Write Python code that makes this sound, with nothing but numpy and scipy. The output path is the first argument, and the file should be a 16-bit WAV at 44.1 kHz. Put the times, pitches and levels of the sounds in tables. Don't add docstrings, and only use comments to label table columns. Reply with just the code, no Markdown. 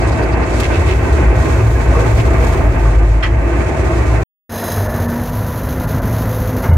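import sys
import numpy as np
from scipy.fft import rfft, irfft, next_fast_len
from scipy.io import wavfile
from scipy.ndimage import uniform_filter1d, minimum_filter1d, map_coordinates

SR = 44100
rng = np.random.default_rng(int(sys.argv[2]) if len(sys.argv) > 2 else 0)


def wrap_up_sound(samples):
    columns = np.atleast_2d(samples).T
    tamed = np.clip(columns, -1, 1)
    steps = np.round(tamed * 32767).astype(np.int16)
    wavfile.write(sys.argv[1], SR, steps)


N = 298557
TIME = np.arange(N) / SR
CAB_END, YARD_START = 4.236, 4.494
FLUTTER = 0.18

# start_s, level_db
ROAR_LEVEL = [(0, -18), (.85, -18), (.97, -20.5), (1.1, -17), (1.55, -18), (1.7, -22), (1.98, -16),
              (2.15, -19.5), (2.4, -17), (2.85, -20.5), (3.15, -24.5), (3.36, -22.5), (3.47, -20),
              (3.7, -19), (4.23, -20)]


def cab_engine():
    cycles = turns(14.47 / 2 * (1 + 0.002 * wobble(6)))
    return frame_hum(cycles) + cabin_resonances() + shudder() + cabin_boom() + roar_and_rattle(cycles)


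def frame_hum(cycles):
    # multiple, level_db
    orders = [(8, -19), (9, -36), (10, -27.5), (12, -26), (14, -33.5), (20, -35.5)]
    return sum(amp(db + 0.53 * wobble(6.28)) * tone(k * cycles, 0.13 * wobble(13)) for k, db in orders)


def cabin_resonances():
    drone_hz, drone_db, panel_hz = 110.2, -25.5, 337
    # start_s (of the peak), level_db, length_s
    drone_swells = [(.3, -36, 0.15), (1.378, -17.5, 0.028), (1.646, -9, 0.055), (2.104, -18, .12),
                    (3.324, -23.5, 0.068), (4.154, -21.5, 0.065)]
    # start_s (of the peak), level_db, length_s
    panel_hums = [(3.3, -35.5, 0.44), (3.502, -27, 0.085), (3.944, -24, 0.11)]
    strength = amp(drone_db + 3.8 * wobble(15)) + swells(drone_swells)
    drone = strength * tone(drone_hz * TIME, 0.5 * wobble(18))
    panel = swells(panel_hums) * tone(panel_hz * TIME, 0.33 * wobble(25))
    return drone + panel


def shudder():
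    peak_s, peak_db = 3.09, -7.5
    # start_s, pitch_hz
    pitch = [(2.5, 46.3), (2.8, 50.5), (3.1, 52.9), (3.3, 50.2)]
    strength = amp(peak_db + ramp(peak_s, rise=17.5, fall=47.5))
    return strength * tone(turns(curves(pitch)[0]), 0)


def cabin_boom():
    # pitch_hz, level_db (per Hz)
    spectrum = [(22, -33.5), (33, -22), (45, -13), (57, 1.5), (68, 4.5), (82, -11), (98, -5), (135, -16.5),
                (190, -29), (300, -69)]
    # start_s, level_db
    level = [(0, -20), (.65, -20), (1.2, -16.5), (1.6, -14), (1.9, -14.5), (2.4, -14), (2.8, -14.5),
             (3.25, -22), (3.7, -17.5), (4.2, -19.5)]
    return amp(curves(level)[0]) * steady(rush(1, spectrum), span=0.055)


def roar_and_rattle(cycles):
    # pitch_hz, level_db (per Hz)
    roar_spectrum = [(90, -18), (150, 4.5), (200, -3.5), (260, 1), (370, -3.5), (560, -9.5), (800, -8.5),
                     (1100, -16.5), (1700, -46), (3000, -67)]
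    # pitch_hz, level_db (per Hz)
    rattle_spectrum = [(500, -23), (900, -4), (1200, -0.5), (1800, -1), (2300, -1), (2650, -9),
                       (2950, -13.5), (3600, -26.5), (6000, -66.5)]
    rattle_db, roar_trim_db = -7.5, -1.04
    chatter = bursts(turns(42 * amp(3.6 * wobble(35))), sharpness=0.2, scatter_db=1.0)
    shake = chatter * bursts(8 * cycles, sharpness=0.068, scatter_db=0.3)
    roar = in_cab(shake, roar_spectrum, combustion(cycles, share=0.45, size=6000))
    rough_shake = shake * amp(0.61 * wobble(500))
    rattle = in_cab(rough_shake, rattle_spectrum, combustion(cycles, share=0.27, size=6000))
    mixed = amp(roar_trim_db) * steady(roar, span=0.2) + amp(rattle_db) * steady(rattle, span=0.43)
    return amp(curves(ROAR_LEVEL)[0]) * mixed


def low_swells():
    # start_s (of the peak), pitch_hz, level_db, length_s
    low_tones = [(0.79, 80, -7.5, 0.023), (0.89, 75, -11.5, 0.03), (1.15, 70, -10, 0.047),
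                 (1.305, 56.83, -7.5, 0.051), (1.413, 66.1, -8.5, 0.025), (1.746, 63.6, -12.5, 0.053),
                 (1.874, 59.9, -10.5, 0.072), (2.11, 64.9, -13, 0.076), (2.41, 57.9, -12, 0.082),
                 (2.695, 56.52, -13.5, 0.14), (3.38, 63.2, -8, 0.033), (4.1, 58.06, -13.5, 0.087)]
    return sum(amp(db) * swell(s, length) * tone(hz * TIME + rng.random(), 0)
               for s, hz, db, length in low_tones)


def soil():
    drumming = amp(curves(ROAR_LEVEL)[0] - 9) * lumps()
    return pour() + scraping() + thudding() + drumming


def pour():
    # pitch_hz, level_db (per Hz)
    soil_spectrum = [(2000, -32), (3100, 1.5), (4200, 0.5), (5200, -2.5), (6700, 0.5), (8300, -4),
                     (10500, -11.5), (16000, -34.5)]
    # pitch_hz, level_db (per Hz)
    dust_spectrum = [(6000, -26.5), (9500, -4.5), (12000, -4.5), (15700, -6.5)]
    # start_s, level_db
    dust_level = [(.45, -70), (.65, -57.5), (1.05, -52.5), (1.25, -54.5), (1.7, -53.5), (2, -53.5),
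                  (2.5, -48.5), (2.8, -62), (3.35, -67.5), (4.23, -54.5)]
    soil_db, dust_share = -23, 0.17
    stone_db = -23.5
    dust_db, = curves(dust_level)
    soil_gain = amp(curves(ROAR_LEVEL)[0] + soil_db + dust_share * (dust_db - dust_db.mean()))
    uneven = amp(0.33 * wobble(900) + 1.9 * wobble(6.9))
    grains = uneven * bursts(turns(55 * amp(4 * wobble(45))), sharpness=0.15, scatter_db=1.54)
    ticks = in_cab(stones(per_s=40, scatter_db=0), soil_spectrum)
    sliding = soil_gain * (in_cab(grains, soil_spectrum) + amp(stone_db) * ticks)
    return sliding + amp(dust_db) * in_cab(grains, dust_spectrum)


def scraping():
    # start_s (of the peak), level_db, length_s
    scrapes = [(0.644, -27, 0.022), (0.748, -31.5, 0.042), (0.905, -28.5, 0.036), (2.196, -29, 0.019)]
    # pitch_hz, level_db (per Hz)
    spectrum = [(1400, -17), (2100, 12), (2600, 5.5), (3500, -0.5), (5000, -6.5), (8000, -13), (15000, -31)]
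    return swells(scrapes) * in_cab(1, spectrum, grit())


def grit():
    return np.array([stones(per_s=700, scatter_db=1.5) for _ in range(2)])


def stones(per_s, scatter_db):
    return unit((rng.random(N) < per_s / SR) * amp(scatter_db * rng.standard_normal(N)))


def thudding():
    # start_s, thud_db, thud_t60_s, plate_pitch_hz, plate_db
    landings = [(1.946, -19.5, 0.14, 1107, -24.5), (1.961, -30, .15, 480, -17),
                (2.275, -21, 0.068, 350, -21.5), (2.4, -32, 0.091, 484, -21.5), (2.555, -34, .1, 1049, -31),
                (2.85, -21.5, 0.12, 1097, -33), (3.898, -17.5, 0.061, 380, -30)]
    # pitch_hz, level_db (per Hz)
    spectrum = [(120, -10), (170, -5), (300, -16.5), (480, 0.5), (700, -2.5), (950, -12.5), (1170, 10),
                (1400, -17), (2600, -25.5), (3500, -43.5)]
    plate_t60_s = 0.42
    thuds = sum(amp(db) * struck(s, t60) for s, db, t60, _, _ in landings)
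    plates = sum(amp(db) * struck(s, plate_t60_s) * tone(hz * TIME, 0.32 * wobble(70))
                 for s, _, _, hz, db in landings)
    return thuds * in_cab(1, spectrum) + plates


def lumps():
    per_s, scatter_db = 280, 2.5
    centre_hz, spread_octaves, tilt_db_per_octave, t60_s = 562.5, 0.65, -2.5, 0.17
    count = int(per_s * CAB_END)
    start, phase_left, phase_right = rng.random((count, 3)).T[..., None]
    pitch, size = rng.standard_normal((count, 2)).T[..., None]
    octaves = spread_octaves * np.clip(pitch, -1.4, 2.4)
    age = np.arange(SR // 14) / SR
    fade = amp(-60 * age / t60_s) * np.clip(age / 0.0022, 0, 1)
    strength = amp(scatter_db * size + tilt_db_per_octave * octaves) * fade
    at = ((start * CAB_END * SR).astype(int) + np.arange(len(age))).ravel()
    cycles = centre_hz * 2 ** octaves * age + phase_left
    lags = (0, 3 * (phase_right - 0.5))
    return unit(np.array([np.bincount(at, (strength * tone(cycles, lag)).ravel(), N) for lag in lags]))


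def knocks():
    # start_s, ring_db, crack_db, t60_s (of the buzz and crack)
    blows = [(0.599, -41, -19.5, 0.066), (3.226, -21.5, -44.5, 0.094), (3.232, -19, -44, 0.14),
             (3.254, -32.5, -54.5, 0.08)]
    # pitch_hz, level_db, t60_s
    steel_modes = [(1307, -3, 0.25), (1650, -6, .27), (1750, -9, 0.24), (1965, 2, .17), (2131, 0, 0.13),
                   (2390, -2, .15), (2450, -11, 0.11), (2940, -5, 0.12), (3203, 2, 0.08), (3330, -5.5, .08),
                   (3730, -14, .1), (4210, -10, 0.11), (5200, -12, 0.088)]
    # pitch_hz, level_db (per Hz)
    buzz_spectrum = [(700, -11), (1300, -5.5), (2000, 2), (2750, -9), (3150, -3.5), (3600, -15.5),
                     (5000, -18), (6000, -22), (15000, -51.5)]
    # pitch_hz, level_db (per Hz)
    crack_spectrum = [(1500, -4.5), (3500, 0), (7000, -3), (11000, -11), (15500, -20.5)]
    steel_db, buzz_db = -3.5, 2.5
    ring, buzz, crack = np.zeros((2, N)), np.zeros(N), np.zeros(N)
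    t = np.arange(SR // 2) / SR
    for s, ring_db, crack_db, t60 in blows:
        age = np.maximum(TIME - s, 0)
        fade = (1 - np.exp(-age / 0.0018)) * amp(-60 * age / t60)
        buzz += amp(ring_db + buzz_db) * fade
        crack += amp(crack_db) * fade
        modes = np.zeros((2, len(t)))
        for hz, db, life in steel_modes:
            phase = rng.random() + 0.3 * rng.random((2, 1))
            modes += amp(db - 60 * t / life) * np.sin(2 * np.pi * (hz * t + phase))
        onset = 1 - np.exp(-t / 0.00071)
        ring[:, round(s * SR):][:, :len(t)] += amp(ring_db + steel_db) * modes * onset
    buzzing = buzz * in_cab(amp(0.58 * wobble(430)), buzz_spectrum)
    cracking = crack * in_cab(amp(1.4 * wobble(720)), crack_spectrum)
    return ring + buzzing + cracking


def yard_loader():
    # start_s, firings_per_s
    speed = [(4.5, 98.3), (4.87, 99.7), (5.2, 102.9), (5.45, 106.1), (5.75, 108.8), (6.15, 110.1),
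             (6.77, 108.4)]
    # start_s, rumble_db, exhaust_db
    effort = [(4.5, -32.5, -28), (4.62, -32, -24.5), (4.78, -24, -23.5), (5, -19.5, -24.5),
              (5.3, -22.5, -26.5), (5.55, -21.5, -26.5), (6, -17.5, -24.5), (6.33, -20.5, -25.5),
              (6.55, -20, -25)]
    # pitch_hz, level_db (per Hz)
    rumble_spectrum = [(22, -24), (36, -10), (52, 4.5), (65, -2.5), (82, 4), (120, -2.5), (160, -3),
                       (210, -8), (300, -17.5), (500, -68.5)]
    rumble_db, exhaust_db = curves(effort)
    firing = turns(curves(speed)[0] * (1 + 0.002 * wobble(20)))
    pulses = bursts(firing, sharpness=2.3, scatter_db=2.0)
    rumble = amp(rumble_db) * steady(rush(pulses, rumble_spectrum), span=0.12)
    whine = fan(2.32 * firing)
    broadband = treble_dips(exhaust(firing, exhaust_db) + loose_treble(firing))
    return firing_hum(firing) + rumble + whine + growl(firing) + broadband


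def firing_hum(firing):
    # start_s (of the peak), level_db, length_s
    hum_swells = [(4.805, -18.5, 0.058), (5, -23, 0.034), (5.398, -24, 0.057), (6.26, -23.5, 0.27)]
    strength = amp(-28.5 + 1.8 * wobble(19)) + swells(hum_swells)
    half_rate = amp(-15.5) * tone(firing / 2, FLUTTER * wobble(20))
    return strength * (tone(firing, FLUTTER * wobble(12)) + half_rate)


def exhaust(firing, level_db):
    # pitch_hz, level_db (per Hz)
    spectrum = [(45, -23), (150, -1.5), (340, -1), (450, 0.5), (680, 0), (800, -5.5), (1000, -5),
                (1250, -8.5), (1500, -8.5), (1900, -12.5), (2200, -19.5), (2800, -25.5), (4500, -59)]
    # start_s (of the peak), level_db, length_s
    noise_swells = [(6.65, -24.5, 0.013), (6.686, -26, 0.023)]
    puffs = bursts(firing, sharpness=0.14, scatter_db=1.05)
    ripple = combustion(firing / 6, share=0.43, size=2400)[0]
    return (amp(level_db) + swells(noise_swells)) * rush(puffs, spectrum, ripple)


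def loose_treble(firing):
    # pitch_hz, level_db (per Hz)
    clatter_spectrum = [(1800, -4), (2700, -2), (4000, -1), (4900, -4), (5600, -3.5), (6350, 2),
                        (7000, -5.5), (8100, -17), (10000, -34)]
    # pitch_hz, level_db (per Hz)
    hiss_spectrum = [(7000, -52), (8400, -25.5), (9800, -13), (11000, -5), (12000, -3), (13200, -5.5),
                     (14500, -13), (15700, -13.5)]
    # pitch_hz, width_hz, level_db
    sheet_modes = [(1770, 190, 10), (3480, 80, 0), (3980, 100, 6), (5120, 150, 5), (6310, 140, -1),
                   (6520, 130, 6.5), (9400, 340, -0.5), (11140, 550, 3.5)]
    # start_s (of the peak), lift_db, length_s
    jolts = [(4.721, 5, 0.0073), (4.77, 2, .008), (6.153, 1.5, .008), (6.639, 4.5, .018)]
    pull_s = 4.7
    pull = swell(pull_s, 0.17)
    half_rate = bursts(firing / 2, sharpness=0.46, scatter_db=0.9)
    throb = half_rate * bursts(firing / 6, sharpness=0.17, scatter_db=1.3)
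    throb = throb * amp(sum(db * swell(s, length) for s, db, length in jolts))
    clatter = amp(-40.5 + 3.5 * pull) * rush(throb, clatter_spectrum)
    hiss = amp(-37 + 4 * pull + 0.33 * wobble(5.2)) * rush(throb, hiss_spectrum)

    def resonances(hz):
        return sum(amp(db) / (1 + ((hz - centre) / width * 1.4) ** 2) for centre, width, db in sheet_modes)

    sheet = unit(filtered(throb * rng.standard_normal(N), resonances))
    return clatter + hiss + amp(-32.5 + ramp(pull_s, rise=25, fall=31.5)) * sheet


def treble_dips(x):
    # start_s (of the lowest point), depth_db, length_s
    dips = [(4.883, -11, .009), (5.075, -10.5, 0.011), (5.248, -1.5, .008), (5.311, -5.5, .009),
            (5.865, -12.5, 0.013), (6.011, -9.5, 0.015), (6.617, -6, .008), (6.723, -16, 0.012),
            (6.76, -14.5, .018)]
    crossover_hz = 1880
    treble = filtered(x, lambda hz: 1 - 1 / (1 + (hz / crossover_hz) ** 10))
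    return x + treble * (amp(sum(db * swell(s, length) for s, db, length in dips)) - 1)


def fan(blades):
    # harmonic (of the blade rate), level_db
    harmonics = [(1, -30.5), (2, -40), (4, -47.5), (8, -53.5)]
    # start_s (of the peak), harmonic, level_db, length_s
    fan_swells = [(5.144, 1, -25.5, 0.13), (5.246, 4, -40, 0.39), (6.15, 4, -44, 0.22),
                  (6.426, 2, -31, 0.13), (6.57, 1, -26.5, 0.047)]
    whine = np.zeros(N)
    for k, level_db in harmonics:
        strength = amp(level_db + 1.2 * wobble(6.1))
        strength = strength + swells([(s, db, length) for s, order, db, length in fan_swells if order == k])
        whine += strength * tone(k * blades, FLUTTER * wobble(28))
    return whine


def growl(firing):
    # start_s (of the peak), multiple (of the cycle rate), level_db, length_s
    partials = [(4.68, 42, -37, 0.19), (4.887, 37, -29.5, 0.096), (5.05, 28, -42, .25), (5, 104, -40, 0.32),
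                (5.268, 68, -46, .1), (5.85, 78, -42, .3), (6.142, 35, -32, 0.062)]
    flutter = 0.75
    return sum(amp(db) * swell(s, length) * tone(k * firing / 6, flutter * wobble(55))
               for s, k, db, length in partials)


def bucket():
    # start_s, level_db
    hits = [(6.635, -25), (6.68, -29), (6.71, -25.5)]
    # pitch_hz, level_db
    clank_partials = [(501, 3), (888, 2.5), (1470, -3), (2080, -8), (2170, -10.5), (2900, -16.5)]
    blow_t60_s = 0.14
    plough_s, plough_db, plough_t60_s, plough_hz = 6.685, -3.5, 1.5, 82
    snow_db = -8
    blows = sum(amp(db) * struck(s, blow_t60_s) for s, db in hits)
    ring = sum(amp(db) * tone(hz * TIME, 0.9 * wobble(130)) for hz, db in clank_partials)
    boom = tone(plough_hz * TIME, FLUTTER * wobble(50))
    snow = rush(1, [(25, -9), (50, 1), (125, 6.5), (200, -2), (400, -55.5)])
    return blows * ring + amp(plough_db) * struck(plough_s, plough_t60_s) * (boom + amp(snow_db) * snow)


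def ticking():
    # pitch_hz, level_db (per Hz)
    spectrum = [(2800, -27), (4000, -2), (4800, 1), (5600, -9), (9000, -29.5)]
    beat = np.cos(np.pi * 9.75 * (TIME - 0.027)) ** 8
    return amp(np.interp(TIME, [0.55, 0.62], [-42, -70])) * beat * in_cab(1, spectrum)


def combustion(cycles, share, size):
    pattern = unit(irfft(np.exp(2j * np.pi * rng.random((2, size // 2 + 1)))))
    repeating = pattern[:, (cycles % 1 * size).astype(int)]
    return np.sqrt(share) * repeating + np.sqrt(1 - share) * rng.standard_normal((2, N))


def bursts(cycles, sharpness, scatter_db):
    sizes = amp(scatter_db * rng.standard_normal(4096))
    return unit(np.exp(-sharpness * (cycles % 1)) * sizes[cycles.astype(int) % 4096])


def in_cab(drive, spectrum, source=None):
    # pitch_hz, width_hz, lift_db
    panels = [(253, 7.2, 1.5), (339.5, 15.7, 7.5), (380, 61, 8), (472.4, 19, 7.5), (651, 75, 12),
              (543, 22, 6.5), (892, 51, 8.5), (1058.5, 44, 8), (1197, 30, 8), (1532, 50, 7.5),
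              (1892, 8.9, 10), (2618, 81, 9)]
    # pitch_hz, likeness (0 to 1)
    alike = [(70, 0.93), (120, 0.0033), (240, 0.88), (480, 0.55), (950, 0.45), (1900, 0), (15000, 0)]

    def response(hz):
        lift = sum(db / (1 + (2 * (hz - centre) / width) ** 2) for centre, width, db in panels)
        turn = np.arccos(np.clip(along(alike, hz), 0, 1)) / 2
        return amp(along(spectrum, hz) + lift) * np.array([np.cos(turn), np.sin(turn)])

    source = rng.standard_normal((2, N)) if source is None else source
    mid, side = filtered(drive * source, response)
    return np.array([mid + side, mid - side]) / np.std(mid)


def rush(drive, spectrum, source=None):
    source = rng.standard_normal(N) if source is None else source
    return unit(filtered(drive * source, lambda hz: amp(along(spectrum, hz))))


def tone(cycles, flutter):
    return np.sqrt(2) * np.sin(2 * np.pi * cycles + flutter)


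def turns(hz):
    return np.cumsum(hz) / SR


def struck(s, t60):
    age = np.maximum(TIME - s, 0)
    return amp(-60 * age / t60) * np.clip(age / 0.009, 0, 1)


def swell(s, length):
    return np.exp(-((TIME - s) / length) ** 2)


def swells(rows):
    return sum(amp(db) * swell(s, length) for s, db, length in rows)


def ramp(s, rise, fall):
    return -rise * np.maximum(s - TIME, 0) - fall * np.maximum(TIME - s, 0)


def wobble(rate):
    fine = np.arange(0, rate * N / SR + 1, 1 / 8)
    smooth = map_coordinates(rng.standard_normal(8192), [fine], mode="wrap")
    return np.interp(TIME * rate, fine, smooth)


def steady(x, span):
    power = uniform_filter1d(np.mean(np.atleast_2d(x) ** 2, axis=0), max(int(span * SR), 2))
    return x / np.sqrt(np.abs(power) + 1e-12)


def filtered(x, response):
    m = next_fast_len(N + 8192)
    return irfft(rfft(x, m) * response(np.fft.rfftfreq(m, 1 / SR)), m)[..., :N]


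def along(points, hz):
    f, v = np.transpose(points)
    return np.interp(np.log(hz + 1), np.log(f + 1), v)


def curves(rows):
    s, *cols = np.transpose(rows)
    return [np.interp(TIME, s, c) for c in cols]


def amp(db):
    return 10 ** (np.asarray(db) / 20)


def unit(x):
    return x / np.sqrt(np.mean(x ** 2) + 1e-20)


def scene():
    # pitch_hz, left_minus_right_db
    balance = [(110, 0.5), (160, 1), (270, -1), (600, -0.5), (1100, 1), (2000, -6.5), (3500, 1),
               (7000, -4.5), (15000, 2.5)]
    halves = np.array([[0.5], [-0.5]])
    cab = cab_engine() + low_swells() + soil() + knocks() + ticking()
    cab = filtered(cab, lambda hz: amp(along(balance, hz) * halves))
    cab_on = np.clip((CAB_END - TIME) / 0.004, 0, 1)
    yard_on = np.clip((TIME - YARD_START) / 0.00073, 0, 1)
    yard_on = yard_on * amp(np.interp(TIME, [YARD_START, 4.53], [-7.5, 0]))
    return cab * cab_on + (yard_loader() + bucket()) * yard_on


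def record(dry):
    ceiling, hold_s, top_hz = 0.96, 0.035, 15750
    hold = int(hold_s * SR)
    needed = ceiling / np.maximum(np.abs(dry).max(axis=0), ceiling)
    gain = uniform_filter1d(minimum_filter1d(needed, hold), hold)
    return filtered(dry * gain, lambda hz: hz < top_hz)


dry = scene()
out = record(dry)
wrap_up_sound(out)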